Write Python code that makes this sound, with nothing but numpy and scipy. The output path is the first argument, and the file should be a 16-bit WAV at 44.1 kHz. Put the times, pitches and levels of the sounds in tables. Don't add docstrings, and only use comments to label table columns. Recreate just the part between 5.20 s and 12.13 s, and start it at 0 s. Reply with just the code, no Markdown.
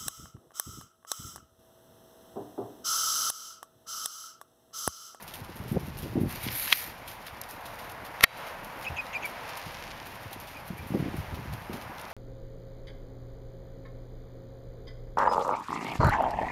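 import sys
import numpy as np
from scipy import signal
from scipy.fft import rfft, irfft, next_fast_len
from scipy.io import wavfile
from scipy.ndimage import uniform_filter1d

SR = 44100
rng = np.random.default_rng(int(sys.argv[2]) if len(sys.argv) > 2 else 0)


def store_pcm(level_fs):
    pcm = np.round(np.clip(level_fs, -1, 1) * 32767).astype(np.int16)
    wavfile.write(sys.argv[1], SR, np.atleast_2d(pcm).T)


N = 305613


def amp(db):
    return 10 ** (np.asarray(db) / 20)


def evened(x):
    return x / np.sqrt(np.mean(x ** 2) + 1e-20)


def curve(rows):
    s, *columns = np.transpose(rows)
    return [np.interp(np.arange(N) / SR, s, c) for c in columns]


def coloured(x, points):
    f, db = np.transpose(points)
    size = next_fast_len(len(x))
    hz = np.fft.rfftfreq(size, 1 / SR)
    gain = amp(np.interp(np.log(hz + 1), np.log(f), db))
    return irfft(rfft(x, size) * gain, size)[:len(x)]


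def band(x, lo_hz, hi_hz):
    return signal.sosfilt(signal.butter(2, [lo_hz, min(hi_hz, 21000)], "band", fs=SR, output="sos"), x)


def highpass(x, order, hz):
    return signal.sosfilt(signal.butter(order, hz, "high", fs=SR, output="sos"), x)


def wobble(hz):
    f = np.fft.rfftfreq(N, 1 / SR)
    return evened(irfft(rfft(rng.standard_normal(N)) / (1 + (f / hz) ** 4), N))


def gritty(per_s, spread_db, smooth):
    size = amp(spread_db * np.minimum(rng.exponential(1, N), 4))
    size = size * (rng.random(N) < per_s / SR)
    grains = evened(size * rng.standard_normal(N))
    return evened(grains + smooth * rng.standard_normal(N))


def patchy(x, depth_db):
    z = signal.stft(x, nperseg=512)[2]
    patches = uniform_filter1d(rng.standard_normal(z.shape), size=9, axis=0)
    patches = evened(uniform_filter1d(patches, size=12, axis=1))
    return evened(signal.istft(z * amp(depth_db * patches), nperseg=512)[1][:N])


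def split(x, points):
    x = coloured(x, points)
    high = highpass(x, 4, 7800)
    return high / high.std(), band(x, 180, 5440) / high.std()


def add(mix, s, sound):
    start = round(s * SR)
    part = mix[start:start + len(sound)]
    part += sound[:len(part)]


# (time [s], level [dB], weight of the part above 1700 Hz [dB])
ROAD_LEVEL = [(0.0, -52, -7), (0.89, -49.5, 2), (1.16, -47, 3.5), (1.87, -48.5, 1), (2.91, -45, -6),
              (3.05, -44, 4.5), (3.2, -42, 2), (3.4, -45, -3), (4.4, -44, 3.5), (5.11, -47.5, 2.5),
              (5.48, -49, 0), (5.79, -47, 5.5), (6.5, -47.5, -3.5), (6.93, -46.5, -9)]
# (frequency [Hz], density [dB])
ROAD_SPECTRUM = [(30, -24), (80, -15), (170, -10), (330, -18.5), (520, -3.5), (740, -1.5), (930, 0.5),
                 (1150, -4.5), (2100, -8), (2700, -12.5), (3500, -19.5), (6400, -28), (15000, -40)]


def road():
    db, upper_db = curve(ROAD_LEVEL)
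    roar = coloured(rng.standard_normal(N), ROAD_SPECTRUM)
    upper = highpass(roar, 2, 1700)
    traffic = roar + (amp(upper_db) - 1) * upper
    swell = amp(db + 0.67 * wobble(2))
    return swell * traffic / np.std(band(roar, 490, 1340))


# (time [s], gust level before the layer offsets [dB])
GUSTS = [(0.0, -48), (0.19, -49), (0.3, -42.5), (0.58, -32), (0.8, -34), (1.04, -30.5), (1.2, -37),
         (1.31, -32.5), (1.38, -46), (2.9, -51), (4.4, -49), (4.5, -43), (4.9, -48), (5.08, -45.5),
         (5.3, -44), (5.5, -45), (5.78, -36), (6.05, -39), (6.3, -36), (6.45, -41), (6.93, -49)]
# (time [s], strength before the part offsets [dB], pitch [Hz])
EDDIES = [(0.215, -27, 99.6), (0.399, -23, 131), (0.456, -23.5, 171), (0.514, -15, 172), (0.527, -17, 240),
          (0.546, -19, 250), (0.557, -22, 318), (0.599, -43, 124), (0.631, -30, 110), (0.68, -22.5, 191),
          (0.83, -24.5, 194), (0.848, -25, 242), (0.955, -13, 263), (0.966, -14, 227), (0.975, -11, 230),
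          (0.99, -34, 270), (1.011, -11.5, 164), (1.033, -8.5, 232), (1.046, -21, 110), (1.06, -36, 205),
          (1.082, -34, 205), (1.235, -30, 100), (1.265, -19, 240), (1.289, -25, 141), (3.427, -35, 150),
          (3.699, -27, 96), (3.712, -28, 110), (4.461, -32, 151), (5.057, -32, 92), (5.501, -21, 148),
          (5.591, -25, 88.8), (5.703, -20.5, 219), (5.718, -19.5, 205), (5.735, -31, 223),
          (5.739, -21.5, 680), (5.758, -25, 294), (5.769, -15.5, 377), (5.799, -14.5, 172),
          (5.825, -18, 252), (5.858, -18, 221), (5.881, -22, 253), (5.941, -20.5, 250), (5.981, -19.5, 127),
          (6.003, -32, 170), (6.024, -32, 216), (6.122, -24, 95.5), (6.166, -29, 213), (6.19, -29, 110),
          (6.272, -24, 87), (6.299, -25, 120), (6.329, -32, 96.9), (6.496, -21.5, 305), (6.54, -24, 180),
          (6.658, -33, 96)]
DULL_DB, BRIGHT_DB = -9.5, -18.5
CALM_DB, BRIGHT_CALM_DB = -68.5, -61
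PUSH_DB, EDGE_DB = -5, -28.5
WAKE_DB, BRIGHT_WAKE_DB, WAKE_S = -24, -7, 0.012
WAKE_SPLIT_HZ, WAKE_TILT_DB = 149, 9.5


def wind():
    gust_db = curve(GUSTS)[0]
    dull_gain = amp(gust_db + DULL_DB) + amp(CALM_DB)
    bright_gain = amp(gust_db + BRIGHT_DB) + amp(BRIGHT_CALM_DB)
    pushes, t = np.zeros(N), np.arange(200) / SR
    edge = np.sin(np.pi * t / t[-1]) ** 2 * np.sin(2 * np.pi * 650 * t)
    age = np.arange(SR // 4) / SR / WAKE_S
    wake = age * np.exp(1 - age)
    for (s, db, hz), phase in zip(EDDIES, rng.random(len(EDDIES))):
        turns = np.arange(0, 2.1, hz / SR)
        done = turns / turns[-1]
        push = done ** 0.85 * (1 - done) ** 2.4
        push = push / push.max() * np.sin(2 * np.pi * (turns + phase))
        add(pushes, s, amp(db + PUSH_DB) * push)
        add(pushes, s + 0.00244, amp(db + EDGE_DB) * edge)
        tilt_db = WAKE_TILT_DB * np.log2(hz / WAKE_SPLIT_HZ)
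        add(dull_gain, s, amp(db + WAKE_DB - tilt_db) * wake)
        add(bright_gain, s, amp(db + WAKE_DB + BRIGHT_WAKE_DB + tilt_db) * wake)
    pushes = band(pushes, 81, 2200)
    noise = rng.standard_normal(N)
    dull = evened(band(band(noise, 57, 231), 58.6, 154.6))
    bright = evened(band(band(noise, 117, 358), 148, 870))
    dull *= dull_gain * amp(2.2 * wobble(64))
    bright *= bright_gain * amp(5.0 * wobble(43))
    drift = amp(0.41 * gust_db - 43.0 + 1.5 * wobble(3.8)) * evened(band(noise, 30, 44))
    return pushes + dull + bright + drift


# (time [s], level [dB])
GRIT_LEVEL = [(0, -59.5), (4.15, -75), (4.3, -52.5), (4.7, -51.5), (5.0, -69), (5.2, -75), (6.93, -59)]


def crackle():
    grains = gritty(90, 2.4, smooth=0.66)
    return amp(curve(GRIT_LEVEL)[0]) * evened(band(grains, 1500, 5900))


# (whistle start [s], length [s], level before the harmonic gains [dB], pitch [Hz], sag [Hz],
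#        closing flick [Hz])
WHISTLES = [(3.664, 0.026, -37, 2570, 6, 270), (3.783, 0.026, -35, 2570, 106, 140),
            (3.948, 0.028, -35, 2490, 122, 70), (4.042, 0.024, -36, 2365, 74, -70),
            (5.362, 0.021, -49.5, 2470, 7, 17), (5.584, .023, -52, 2360, -20, 20)]
HARMONICS_DB = [4, -19, -23]
SCOOP, SCOOP_S, SWELL_DB = .18, .004, -5
FADE_S, FADE_DB = .007, -7
BUZZ_S, BUZZ_LEAD_S, BUZZ_DB, BUZZ_HZ = 0.027, 0.023, -3.5, 2640


def bird():
    out, flutter, count = np.zeros(N), wobble(300), round(BUZZ_S * SR)
    draws = rng.standard_normal((len(WHISTLES), 1500))
    for (s, length, db, hz, sag_hz, flick_hz), noise in zip(WHISTLES, draws):
        t = np.arange(0, length, 1 / SR)
        corners = [0, SCOOP_S, length - FADE_S, length]
        pitch = np.interp(t, corners, [hz * (1 - SCOOP), hz, hz - sag_hz, hz - sag_hz + flick_hz])
        pitch *= 1 + 0.0097 * flutter[round(s * SR):][:len(t)]
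        turns = np.cumsum(pitch) / SR
        tone = sum(amp(g) * np.sin(2 * np.pi * (k + 1) * turns) for k, g in enumerate(HARMONICS_DB))
        level = np.sqrt(2) * amp(db + np.interp(t, corners, [SWELL_DB, 0, 0, FADE_DB]))
        add(out, s, level * tone * signal.windows.tukey(len(t), .1))
        buzz = band(noise, BUZZ_HZ * 0.97, BUZZ_HZ * 1.31)
        buzz = evened(band(buzz, BUZZ_HZ * 0.77, BUZZ_HZ * 0.99))
        rough = buzz + amp(-14.0) * evened(band(noise, 6200, 6800))
        rough = rough[-count:] * signal.windows.tukey(count, .6)
        add(out, s - BUZZ_LEAD_S, amp(db + BUZZ_DB) * rough)
    return out + amp(-21) * np.roll(out, round(0.016 * SR))


# (time [s], relative level [dB], weight of the low rub [dB])
SLEEVE_STROKES = [(0.99, -59, 6), (1.02, -45, -4), (1.06, -58, -5), (1.106, -43, 7.5), (1.198, -48, 6),
                  (1.242, -35, 2.5), (1.29, -46, 11), (1.364, -30.5, -2), (1.48, -36.5, 3.5),
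                  (1.53, -32, 11.5), (1.558, -29, 2.5), (1.704, -48, 8), (1.8, -77, 3)]
# (frequency [Hz], density [dB])
CLOTH_SPECTRUM = [(500, -21), (1200, -8.5), (1800, -2.5), (2350, -0.5), (3200, -6), (4400, -4),
                  (5400, -7.5), (9000, -7.5), (9800, -0.5), (10600, -5.5), (12000, 0.5), (15000, -2.5)]


def sleeve():
    db, low_db = curve(SLEEVE_STROKES)
    t = np.arange(N) / SR
    inside_s = np.minimum(t - SLEEVE_STROKES[0][0], SLEEVE_STROKES[-1][0] - t)
    on = np.clip(inside_s / 0.016, 0, 1)
    fibres = patchy(gritty(4000, 6.3, smooth=1.75), 1.36)
    high, low = split(fibres, CLOTH_SPECTRUM)
    return on * amp(db - 1.5 + 1.45 * wobble(56)) * (high + amp(low_db) * low)


# (time [s], peak [dB], approximate centre [Hz])
LIGHT_TICKS = [(1.109, -32, 11000), (1.125, -32, 9000), (1.275, -25, 3000), (1.285, -21, 2180),
               (1.476, -22, 2380), (1.512, -30, 2340), (2.069, -30, 2520), (2.081, -31.5, 2380),
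               (2.214, -27, 12000), (2.215, -32.5, 5000), (2.236, -34.5, 5570), (2.309, -31, 11000),
               (2.719, -36, 11000), (3.578, -38, 900), (3.866, -36, 3900), (4.055, -36, 5000),
               (4.372, -32, 7000), (5.2, -35, 9000), (6.814, -35, 9000)]
# (time [s], blow [dB], weight of the low [dB], middle [dB] and high modes [dB],
#                             growth time of the noise swell before it [s])
HOUSING_SNAPS = [(1.5271, 3.5, -22, 16, 10, 0.0035), (1.52805, 2.5, -9, 14, -16, 0.0028),
                 (3.0088, -13, 8.5, 2, 3, .001), (3.038, 2.5, 9, 2, 9.5, 0.0053),
                 (3.0391, 8.5, -13, 1.4, 6, 0.0016), (3.04, 7, 8, 2, 4, 0.0011),
                 (3.0428, 6.5, -2, 1, 2, 0.0011)]
# (frequency [Hz], level before the weights [dB], t60 [s])
SHELL_MODES = [(144, -41, .025), (298, -43, 0.043), (754, -12, 0.013), (1343, -6.5, 0.018),
               (1770, -19, 0.0028), (1890, -12, 0.038), (2100, 11, 0.0054), (2560, 1.5, 0.0073),
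               (2640, -7.5, 0.0043), (3200, 7, 0.0029), (3540, -18, 0.0081), (4440, -11, 0.017),
               (5590, 4, 0.0021), (6700, -24, 0.002), (9150, -13, 0.007), (11400, -9, 0.0059),
               (11530, -17.5, 0.0038), (14500, 2.5, 0.0015)]
# (frequency [Hz], level [dB], t60 [s])
SPRING_MODES = [(2266, -54, .9), (2342, -51, 1.), (2842, -56, .5), (3160, -52, .45), (3914, -45, .65),
                (4576, -51, .55)]
SWELL_IN_DB = -18


def ticks_and_snaps():
    out, t = np.zeros(N), np.arange(SR // 2) / SR
    tick_shape = np.minimum(t[:400] / .0015, 1) * amp(-60 * t[:400] / .014)
    for (s, db, hz), noise in zip(LIGHT_TICKS, rng.standard_normal((len(LIGHT_TICKS), 400))):
        burst = band(noise * tick_shape, hz * .55, hz * 1.6)
        add(out, s, amp(db) * burst / abs(burst).max())

    def ringing(modes):
        return np.array([amp(db - 60 * t / t60) * np.sin(2 * np.pi * hz * t) for hz, db, t60 in modes])

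    shell = ringing(SHELL_MODES)
    # low, middle, high; modes between 1500 and 2300 Hz take no weight
    groups = np.array([(hz < 1500, 2300 < hz < 4000, hz >= 4000) for hz, *_ in SHELL_MODES])
    draws = rng.standard_normal((len(HOUSING_SNAPS), 1500))
    for (s, db, *weights_db, growth_s), draw in zip(HOUSING_SNAPS, draws):
        ring = amp(groups @ weights_db) @ shell * np.minimum(t / 0.00026, 1)
        ring /= abs(ring).max()
        add(out, s, amp(db) * ring)
        swell_noise = draw * np.exp(-t[:1500][::-1] / growth_s)
        swell = signal.oaconvolve(swell_noise, ring) / np.linalg.norm(ring)
        add(out, s - 1500 / SR, amp(db + SWELL_IN_DB) * swell)
    add(out, HOUSING_SNAPS[-1][0], ringing(SPRING_MODES).sum(axis=0))
    return out


# (landing time [s], strength [dB], t60 [s], weight of the low grit [dB])
HOOF_SCUFFS = [(0.0235, -31, 0.072, -8), (0.0772, -38, 0.11, -3), (0.137, -30, 0.2, -3),
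               (0.3566, -38, 0.18, -17), (0.4793, -38.5, 0.14, -4), (0.5192, -37, 0.17, -9),
               (0.5955, -41.5, 0.23, 0), (0.6674, -36, 0.038, -7), (0.7721, -34.5, 0.28, -7),
               (0.8294, -43, 0.12, 5), (1.876, -31, 0.2, -0.5), (2.065, -29, 0.073, 0),
               (2.2885, -32, 0.16, -6), (2.455, -36, 0.22, 2), (2.5875, -37.5, 0.18, 3.5),
               (2.6928, -34, 0.073, 1), (2.8484, -36.5, 0.15, 1), (3.1692, -37, 0.13, -7),
               (3.266, -42, 0.27, 4.5), (3.4431, -37.5, 0.086, -10), (3.5897, -40, 0.11, -9),
               (3.6227, -38.5, 0.22, 2), (4.054, -28, 0.13, -6), (4.289, -42.5, 0.17, 8),
               (4.368, -31, 0.089, -7), (4.4544, -44.5, 0.48, 6), (4.8559, -40, 0.25, -2),
               (5.129, -27, 0.046, -3), (5.2006, -42, 0.13, 0), (5.271, -44.5, 0.38, 4.5),
               (5.479, -28.5, 0.023, -14), (5.5777, -34.5, 0.085, -19), (5.6705, -41, 0.31, -19),
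               (5.9653, -33, 0.11, -6), (6.1439, -45, 0.17, 4), (6.3265, -45, 0.27, -2),
               (6.5291, -41.5, 0.42, 4.5), (6.7915, -49, 0.3, 6)]
# (frequency [Hz], density [dB])
SAND_SPECTRUM = [(300, -37), (1000, -11.5), (2500, 4), (5000, 0.5), (9000, -3.5), (15000, -2)]
DRAG_S, DRAG_DB = 0.015, -29


def hooves():
    spray, grit = np.full(N, amp(-60.0)), np.full(N, amp(-59.0))
    t = np.arange(SR // 2) / SR
    for s, db, t60, low_db in HOOF_SCUFFS:
        scuff = amp(db - 11 - 60 * t / t60) * np.minimum(t / 0.0011, 1)
        drag = amp(db + DRAG_DB) * np.exp(-t[:SR // 50][::-1] / DRAG_S)
        scuff = np.maximum(scuff, drag[-1] * (t < .002))
        shape = np.append(drag, scuff)
        add(spray, s - .02, shape)
        add(grit, s - .02, amp(low_db) * shape)
    sand = patchy(gritty(2500, 6.3, smooth=1.6), 0.66)
    high, low = split(sand, SAND_SPECTRUM)
    return amp(1.54 * wobble(23)) * (spray * high + grit * low)


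def scene():
    return (road() + wind() + hooves() + sleeve() + ticks_and_snaps() + bird() + crackle())[None]


# (frequency [Hz], gain [dB])
COLOUR_RESPONSE = [(5500, 0), (7400, -4.5), (7900, -25.5), (8400, -3), (12300, 6), (15600, -7.5)]
TOP_HZ = 15750


def record(dry):
    x = coloured(dry[0], COLOUR_RESPONSE)
    power = uniform_filter1d(x ** 2, 330, origin=160)
    power_db = 10 * np.log10(abs(power) + 1e-12)
    fall = np.arange(N) * 145.0 / SR
    held_db = np.maximum.accumulate(power_db + fall) - fall
    over_db = np.maximum(held_db + 27.0, 0)
    late = signal.lfilter([.004], [1, -(1 - .004)], over_db)
    x = np.clip(x / amp(0.5 * late), -.71, .71)
    lowpass = signal.firwin(1023, TOP_HZ, window=("kaiser", 12), fs=SR)
    return signal.oaconvolve(x, lowpass, "same")[None]


dry = scene()
out = record(dry)
store_pcm(out)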